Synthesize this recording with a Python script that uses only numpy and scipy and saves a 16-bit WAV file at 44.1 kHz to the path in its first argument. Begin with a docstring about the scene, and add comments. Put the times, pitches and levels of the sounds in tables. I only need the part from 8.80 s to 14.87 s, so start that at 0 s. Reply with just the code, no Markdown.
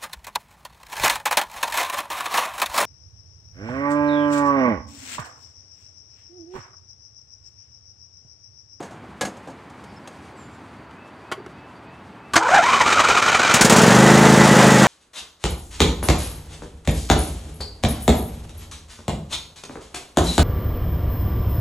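"""Lawn tractor starting in a quiet yard

Seat and lever blows ring metal modes under noisy cracks; the solenoid clacks the same way. The starter's tooth
tone, grinding noise and ringing flywheel bite hardest at each compression. A two-cylinder four-stroke then
catches and revs up with a few misses: pulses ring the muffler over gas hiss, clatter and whine.
Gliding birds, a wavering insect line, rustling cloth and filtered-noise traffic fill the yard."""
import sys
import numpy as np
from scipy import signal
from scipy.fft import rfft, irfft
from scipy.io import wavfile
from scipy.ndimage import uniform_filter1d, map_coordinates

SR = 44100
rng = np.random.default_rng(int(sys.argv[2]) if len(sys.argv) > 2 else 0)


def amplitude_ratio(level_db):
    """Convert a level in decibels to the matching linear amplitude (field) ratio."""
    exponent = np.asarray(level_db, float) / 20
    return 10 ** exponent


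def output_pcm(signal):
    """Save a mono or channel-first signal as 16-bit PCM at the path in sys.argv[1].

    Samples are clipped to [-1, 1] before scaling.
    """
    pcm = np.clip(np.atleast_2d(signal).T, -1, 1) * 32767
    wavfile.write(sys.argv[1], SR, np.round(pcm).astype(np.int16))


N = 267687
T = np.arange(N) / SR

# Engine speed: (time [s], four-stroke cycles per second [Hz])
ENGINE_SPEED = [(4.74, 7.74), (4.83, 10.12), (4.92, 14.43), (5.02, 20.33), (5.12, 24.54), (5.22, 26.17),
                (5.4, 26.99), (5.6, 26.61), (5.8, 25.99), (6.07, 25.87)]
# Misses of the first cylinder: (time [s], level change [dB])
MISSES = [(5.565, -18), (5.641, -4), (5.679, -9), (5.755, -18), (5.831, -5), (5.908, -8), (5.986, -7)]
# Muffler resonances: (frequency [Hz], relative level [dB], t60 [s])
MUFFLER_MODES = [(128.5, 0, 0.044), (179.5, 6.5, 0.046), (224.5, -3, 0.094), (298, -7.5, 0.039),
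                 (337.6, -13, 0.056), (429.6, -6, 0.087), (529.3, -13.5, 0.28), (960, -28, 0.027),
                 (1770, -15, .08), (2000, -34, 0.076)]
# Spectrum of valve gear and fan clatter: (frequency [Hz], relative level [dB per Hz])
CLATTER_SPECTRUM = [(60, -19), (150, -13), (300, -5), (550, 0), (1000, -2), (1950, -7), (2250, -12.5),
                    (3500, -16), (4800, -21), (7000, -21), (8500, -26), (11000, -37), (15900, -52)]
# Spectrum of the spat exhaust gas: (frequency [Hz], relative level [dB per Hz])
HISS_SPECTRUM = [(600, 9), (2000, 11.5), (4500, 6.5), (7000, 11.5), (9500, 2.5), (13000, -8), (16000, -15)]
# Fan and gear whine: (tones per cycle [1], level under full clatter [dB])
FAN_TONES = [(70, -30), (75, -28)]
BLOW_LEAD_S = .0052  # a blowdown comes this long before the trough of its thump
TWIN_GAP = .38  # the first cylinder blows this share of a cycle before the second
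COLD_DB, WARM_DB, WARMS_S = -5.5, -1, (5.0, 5.25)  # the first cylinder is weak until it warms up
EXHAUST_PEAK_DB = -0.5
SPIT_DB, SPIT_DB_PER_HZ = -19.5, -0.87  # hiss at 26 cycles a second; slower firings spit harder
CLATTER_DB, CLATTER_FULL_S, CLATTER_RISE_DB_PER_S = -14.2, 4.955, 64

# Starter between bites: (time [s], grind level [dB], whine level [dB])
STARTER_LEVELS = [(3.56, -7, -16.5), (3.62, -43.5, -18), (3.69, -26.5, -21), (3.76, -24, -11.5),
                  (3.9, -22.5, -21.5), (4.75, -21, -28), (4.84, -26, -21)]
# Loose bites as the pinion engages, spins up and is kicked out: (time [s], whine level [dB], rattle level [dB])
LOOSE_BITES = [(3.627, -4, -21.5), (3.659, 0, -34), (3.698, -15, -25), (3.739, -4, -16), (3.84, -10, -30),
               (3.886, -3, -20), (3.931, 2, -22), (4.746, -24, -13.5)]
# Hardest bites, a piston against compression: (time [s], whine level [dB], rattle level [dB])
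COMPRESSIONS = [(3.778, 1.5, -38), (4.006, 4, -13), (4.193, -3, -7.5), (4.372, 0.5, -16), (4.546, -2, -15),
                (4.71, -8, -11)]
# Lesser bites between later compressions: (share of the cycle [1], whine level [dB], rattle level [dB])
LESSER_BITES = [(.29, -3.5, -18.5), (.51, -16, -19), (.62, -2.5, -17.5), (.89, -4, -23)]
# Pinion spin-up: (time [s], tooth rate between compressions [Hz])
TOOTH_RATE = [(3.56, 330), (3.625, 455.2), (3.685, 488.5), (3.735, 791.5), (3.8, 860), (3.87, 1046),
              (4.0, 1133), (4.08, 1286), (4.43, 1451), (4.84, 1540)]
# Flywheel resonances: (frequency [Hz], width [Hz], relative level [dB])
FLYWHEEL_MODES = [(1380, 150, -2), (2385, 190, -2), (2964, 130, -10), (3690, 200, -13)]
# Spectrum of the grinding teeth: (frequency [Hz], relative level [dB per Hz])
GRIND_SPECTRUM = [(60, -24), (100, -12.5), (320, -7), (1250, 1), (2100, -4.5), (2700, -9), (4000, -11.5),
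                  (5200, -14), (6500, -11.5), (7900, -17), (8400, -18.5), (8900, -22), (9600, -29),
                  (12500, -37.5), (15900, -47)]
# Speed dip at compression: share lost, delay, time constants of slowing and recovery
SAG, SAG_LAG_S, SAG_S, RACE_S = .24, .032, .025, .008
# Past compression the crank runs ahead and the teeth unload
SLACK_DB, SLACK_LAG_S, SLACK_S = -5.5, 0.039, 0.0082

# Blows on the seat: (time [s], thud level [dB], crack level [dB], scrape fade [s])
SEAT_HITS = [(0.004, -25, -45, 0.017), (0.027, -34.5, -43, 0.035), (0.109, -35.5, -54, 0.031),
             (0.237, -33.5, -71, 0.016), (0.411, -20, -21.5, 0.015), (0.431, -21, -47, 0.014),
             (0.451, -32, -29.5, 0.015), (0.469, -32.5, -53, 0.073), (0.569, -38, -49, 0.0088),
             (0.674, -31, -48.5, 0.02), (0.701, -35, -53, 0.015), (0.899, -50, -50, 0.0077),
             (1.039, -35, -46, 0.012), (1.275, -33, -37.5, 0.0085)]
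# Blows on the lever: (time [s], thud level [dB], crack level [dB], scrape fade [s])
LEVER_HITS = [(2.11, -48, -52, .004), (2.516, -26, -33, 0.0063), (2.521, -41, -32, 0.0099),
              (2.576, -33, -64, .006), (2.6, -36, -64, 0.0045), (2.663, -29, -42, 0.0036)]
# Blows of the solenoid: (time [s], thud level [dB], crack level [dB], scrape fade [s])
SOLENOID_HITS = [(3.536, -40, -19.5, 0.014), (3.557, -9.5, -14, 0.0042)]
# Seat resonances: (frequency [Hz], relative level [dB], t60 [s])
SEAT_MODES = [(205, -23, 0.1), (317, -11, 0.027), (540, -5.5, 0.014), (730, -6.5, 0.016), (1150, -23, .04),
              (1660, -27, 0.12), (2120, -32, .04), (6540, -25, 0.045), (7500, -26, 0.035),
              (9000, -34, 0.04)]
# Lever resonances: (frequency [Hz], relative level [dB], t60 [s])
LEVER_MODES = [(378, 2.5, 0.054), (628, -11, 0.14), (880, -9, 0.018), (1116, -9.5, 0.067),
               (1390, -1.5, 0.01), (2010, -3, 0.005), (2980, -9, 0.015)]
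# Solenoid resonances: (frequency [Hz], relative level [dB], t60 [s])
SOLENOID_MODES = [(328, 1, .16), (800, -10, .06), (1150, -12, .03), (1500, -13, .025), (7210, -26, .02)]
# Spectrum of bright cracks and cloth: (frequency [Hz], relative level [dB per Hz])
CRACK_SPECTRUM = [(1500, 21), (3000, 18), (9000, 12.5), (12000, 1.5), (16000, -30)]

# Cloth rustle: (time [s], level [dB])
RUSTLE_LEVEL = [(0, -64), (1.3, -59), (1.8, -59), (2.0, -65.5), (3.5, -65)]
# Single bird whistles: (time [s], length [s], start pitch [Hz], end pitch [Hz], level [dB])
WHISTLES = [(1.03, .12, 5350, 5300, -66), (1.16, 0.027, 5300, 5250, -54), (1.566, 0.11, 7900, 7200, -56),
            (1.66, 0.14, 7500, 7350, -68)]
# One bird repeats a rising whistle
SONG_START_S, SONG_EVERY_S, SONG_COUNT, SONG_S = 2.13, .307, 5, .18
SONG_FROM_HZ, SONG_TO_HZ, SONG_DB = 2440, 2640, -57
# Insect line: (time [s], level [dB])
INSECT_LEVEL = [(.9, -82), (1.05, -69.5), (3.5, -73)]
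INSECT_HZ = 4620
# Spectrum of distant traffic: (frequency [Hz], relative level [dB per Hz])
TRAFFIC_SPECTRUM = [(15, -70), (25, -59), (70, -3), (184, -3.5), (269, -3.5), (501, -11), (958, -8.5),
                    (2330, -19.5), (2600, -23), (2900, -24.5), (4710, -35), (5110, -39), (10000, -55),
                    (15900, -38)]
TRAFFIC_DB = -43.5
# Stereo width of the tractor: (frequency [Hz], side minus mid [dB])
TRACTOR_WIDTH = [(60, -19), (200, -33), (700, -38), (1500, -31), (2400, -25), (3500, -28.5), (6000, -24),
                 (11000, -18), (15000, -14)]
# Stereo width of the surroundings: (frequency [Hz], side minus mid [dB])
YARD_WIDTH = [(60, -40), (300, -22.5), (1500, -20.5), (4000, -14), (12000, -14)]


def unit(x):
    """Scale to rms 1."""
    return x / np.sqrt(np.mean(x ** 2))


def noise():
    """White noise."""
    return rng.standard_normal(N)


def lowpass(x, order, hz):
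    """Butterworth filter that dulls sound above hz."""
    return signal.sosfilt(signal.butter(order, hz, fs=SR, output="sos"), x)


def highpass(x, order, hz):
    """Butterworth filter that thins sound below hz."""
    return signal.sosfilt(signal.butter(order, hz, "high", fs=SR, output="sos"), x)


def curve(table):
    """Columns of a time table, joined by straight lines."""
    s, *columns = np.transpose(table)
    return [np.interp(T, s, c) for c in columns]


def colour(x, points):
    """Filter by (Hz, dB) points, joined on a log frequency scale."""
    hz, db = np.transpose(points)
    bins = np.log(np.fft.rfftfreq(N, 1 / SR) + 1)
    return irfft(rfft(x) * amplitude_ratio(np.interp(bins, np.log(hz), db)), N)


def ring(x, modes):
    """Damped sines struck by x."""
    out = 0
    for hz, db, t60 in modes:
        pole = np.exp((2j * np.pi * hz - np.log(1000) / t60) / SR)
        out = out + amplitude_ratio(db) * signal.lfilter([1], [1, -pole], x).imag
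    return out


def walk(rate):
    """Smoothed random levels of rms 1, one new target every 1 / rate seconds."""
    k = int(SR / rate)
    held = np.repeat(rng.standard_normal(N // k + 1), k)
    return unit(uniform_filter1d(uniform_filter1d(held, k), k)[:N])


def bursts(s, db, fade_s, rise_s=0.00095):
    """Envelope of events that rise and fade exponentially; no fade is shorter than 2 ms."""
    out = np.zeros(N)
    for start, gain, fade in zip(s, amplitude_ratio(db), np.maximum(fade_s, .002)):
        i = int(start * SR)
        age = T[:min(int(8 * fade * SR), N - i)]
        out[i:i + len(age)] += gain * (1 - np.exp(-age / rise_s)) * np.exp(-age / fade)
    return out


def engine():
    """Two uneven blowdowns a cycle thump the muffler and spit gas; valve gear and fan clatter behind."""
    speed = curve(ENGINE_SPEED)[0]
    cycles = np.cumsum(speed * (T >= ENGINE_SPEED[0][0])) / SR
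    count = np.arange(int(cycles[-1]) + 1) + .03  # blowdowns are timed just past each whole cycle
    second = np.interp(count, cycles, T) - BLOW_LEAD_S
    first = np.interp(count[1:] - TWIN_GAP, cycles, T) - BLOW_LEAD_S
    first_db = np.interp(first, WARMS_S, [COLD_DB, WARM_DB])
    for s, loss_db in MISSES:
        first_db[np.argmin(abs(first - s))] += loss_db
    s = np.r_[first, second]
    second_db = -6 * (count < 1)  # the very first firing is feeble
    db = np.r_[first_db, second_db] + 1.0 * rng.standard_normal(len(s))

    # the first cylinder has the longer pipe, so its push is softer
    push_fade = np.r_[0 * first + .003, 0 * second + .002]
    push = bursts(s, db, push_fade, 0.00012)
    thump = ring(highpass(push, 2, 300), MUFFLER_MODES)
    thump = -highpass(thump, 4, 98)  # the thin tailpipe radiates no deep bass
    thump = amplitude_ratio(EXHAUST_PEAK_DB) * thump / np.max(abs(thump))

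    # the first cylinder spits the louder, burnt or not
    spit_db = np.r_[0 * first, 0 * second - 3]
    gas = bursts(s, spit_db, 0.017 + 0 * s, 0.0015) * unit(colour(noise(), HISS_SPECTRUM))
    hiss_db = SPIT_DB + SPIT_DB_PER_HZ * (speed - 26)

    # part of the clatter comes back alike on every cycle
    pattern = rng.standard_normal(1700)
    loop = map_coordinates(pattern, [cycles % 1 * 1700], order=1, mode="wrap")
    fresh = noise() * amplitude_ratio(1.8 * walk(90))
    clatter = unit(colour(.7 * loop + fresh, CLATTER_SPECTRUM))
    rise_db = -CLATTER_RISE_DB_PER_S * np.maximum(CLATTER_FULL_S - T, 0)
    turning = cycles > 0
    running = amplitude_ratio(hiss_db) * gas + turning * amplitude_ratio(CLATTER_DB + rise_db) * clatter
    for order, tone_db in FAN_TONES:
        wobble = np.cumsum(.006 * walk(120)) * speed / SR
        tone = np.sin(2 * np.pi * order * (cycles + wobble))
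        running += turning * amplitude_ratio(rise_db + tone_db + 4 * walk(50)) * tone
    return thump + running


def starter():
    """Pinion teeth slap the flywheel ring unevenly; each bite whines and rattles louder."""
    grind_db, whine_db = curve(STARTER_LEVELS)
    tops = np.array(COMPRESSIONS)[:, 0]
    # once the crank turns evenly, lesser bites return between compressions
    lesser = [(a + share * (b - a), whine, rattle)
              for a, b in zip(tops[1:], tops[2:]) for share, whine, rattle in LESSER_BITES]
    s, bite_db, rattle_db = np.transpose(LOOSE_BITES + COMPRESSIONS + lesser)
    on = 1. * (T > STARTER_LEVELS[0][0]) * (T < STARTER_LEVELS[-1][0])
    slack = np.exp(-((T - (tops + SLACK_LAG_S)[:, None]) / SLACK_S) ** 2).sum(axis=0)
    on = uniform_filter1d(on, 400) * amplitude_ratio(SLACK_DB * slack)

    late = T - (tops + SAG_LAG_S)[:, None]
    sag = np.exp(-abs(late) / np.where(late < 0, SAG_S, RACE_S)).sum(axis=0)
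    teeth_hz = curve(TOOTH_RATE)[0] * (1 - SAG * sag)
    wobble = .045 * np.sqrt(1300 / teeth_hz) * walk(400)  # slow teeth wobble more
    turn = 2 * np.pi * np.cumsum(teeth_hz * (1 + wobble)) / SR
    teeth = np.sin(turn) + .65 * np.sin(2 * turn) + .45 * np.sin(3 * turn)
    # a small gear radiates no bass; the hood dulls its top
    teeth = signal.sosfilt(signal.butter(4, [620, 1900], "band", fs=SR, output="sos"), teeth)
    bite = on * (amplitude_ratio(whine_db) + bursts(s - .004, bite_db, 0.0086 + 0 * s, 0.016))
    whine = bite * amplitude_ratio(3 * walk(220)) * teeth

    rattle = bursts(s, rattle_db, 0.0096 + 0 * s, 0.0025)
    push = on * (amplitude_ratio(grind_db) + rattle) * amplitude_ratio(2.47 * walk(250))
    # a wider resonance dies sooner and is raised to match its width
    modes = [(f, db + 10 * np.log10(w), np.log(1000) / (np.pi * w)) for f, w, db in FLYWHEEL_MODES]
    scale = np.sqrt(np.mean(ring(noise(), modes) ** 2))
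    # faster teeth strike the ring harder, up to 1200 Hz
    strike = amplitude_ratio(-12) * push + amplitude_ratio(-6) * bite * np.clip(teeth_hz / 1200, 0, 1) ** 2
    rung = lowpass(ring(strike * noise(), modes) / scale, 2, 5000)
    return whine + push * unit(colour(noise(), GRIND_SPECTRUM)) + rung


def blows(hits, modes):
    """The weight of a blow rings the low modes, its hard edge the high ones; a bright crack rides on top."""
    s, thud_db, crack_db, scrape = np.transpose(hits)
    s = s - .001  # contact begins just before the peak
    edge = bursts(s, crack_db, scrape, 0.00063)
    thud = bursts(s, thud_db, scrape)
    low = ring(thud * noise(), [m for m in modes if m[0] < 850])
    high = ring((amplitude_ratio(12.0) * edge + amplitude_ratio(-25) * thud) * noise(), [m for m in modes if m[0] >= 850])
    body = highpass(low + high, 2, 150)  # the blows carry no deep bass
    return body / np.sqrt(0.0011 * SR) + edge * unit(colour(noise(), CRACK_SPECTRUM))


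def cloth():
    """Cloth rustling on the seat: bright noise of fluttering level."""
    return amplitude_ratio(curve(RUSTLE_LEVEL)[0] + 2.5 * walk(30.07)) * unit(colour(noise(), CRACK_SPECTRUM))


def birds():
    """Whistles as single sines whose glide levels off, trembling slightly in pitch and level."""
    out = np.zeros(N)
    song = [(SONG_START_S + k * SONG_EVERY_S, SONG_S, SONG_FROM_HZ, SONG_TO_HZ, SONG_DB)
            for k in range(SONG_COUNT)]
    for s, length, from_hz, to_hz, db in WHISTLES + song:
        u = np.clip((T - s) / length, 0, 1)
        glide = from_hz + (to_hz - from_hz) * (1 - (1 - u) ** 3)
        hz = glide * (1 + 0.0062 * walk(100))
        swell = np.sin(np.pi * u) ** 0.3 * (u < 1)
        out += amplitude_ratio(db + 2.5 * walk(60)) * swell * np.sin(2 * np.pi * np.cumsum(hz) / SR)
    return out


def insect():
    """A thin sine line that wavers in level and, fast and slowly, in pitch."""
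    level = amplitude_ratio(curve(INSECT_LEVEL)[0] + 5.4 * walk(60))
    hz = INSECT_HZ * (1 + .004 * walk(200) + 0.0048 * walk(2.5))
    return level * np.sin(2 * np.pi * np.cumsum(hz) / SR)


def traffic():
    """Distant traffic: coloured noise whose bass swells slowly."""
    rumble = unit(colour(noise(), TRAFFIC_SPECTRUM))
    rumble = rumble + (amplitude_ratio(2.0 * walk(11)) - 1) * lowpass(rumble, 2, 450)
    return amplitude_ratio(TRAFFIC_DB) * lowpass(rumble, 2, 9500)  # air dulls the distance


def scatter(x, fade_s, gap_s):
    """Short echoes as a fading noise tail of unit energy, silent for the first gap_s."""
    age = T[:int(.25 * SR)]
    tail = rng.standard_normal(len(age)) * np.exp(-age / fade_s) * (age >= gap_s)
    return signal.fftconvolve(x, tail / np.sqrt(np.sum(tail ** 2)))[:N]


def scene():
    """Tractor with short echoes off fence and shed; left and right hear nearly the same."""
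    tractor = engine() + starter()
    tractor = tractor + blows(SEAT_HITS, SEAT_MODES) + blows(LEVER_HITS, LEVER_MODES)
    tractor = tractor + blows(SOLENOID_HITS, SOLENOID_MODES)
    tractor = tractor + amplitude_ratio(-14.5) * scatter(tractor, 0.026, .006)
    mid = tractor + cloth() + birds() + insect() + traffic()
    # echoes that differ left and right
    side = colour(scatter(tractor, 0.015, 0), TRACTOR_WIDTH)
    # the surroundings come from all round, so their side part is drawn afresh
    around = np.roll(birds() + insect(), 40) + cloth() + traffic()
    side = side + colour(around, YARD_WIDTH)
    return np.array([mid + side, mid - side])


def top_cut(x):
    """Nothing passes above the cut-off."""
    return signal.sosfilt(signal.butter(12, 16030, fs=SR, output="sos"), x)


def record(dry):
    """Cuts the deep bass and rounds the loudest peaks."""
    thin = highpass(dry, 2, 60)
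    ceiling = 1.05
    mix = ceiling * np.tanh(1.055 * thin / ceiling)
    return top_cut(mix)


dry = scene()
out = record(dry)
output_pcm(out)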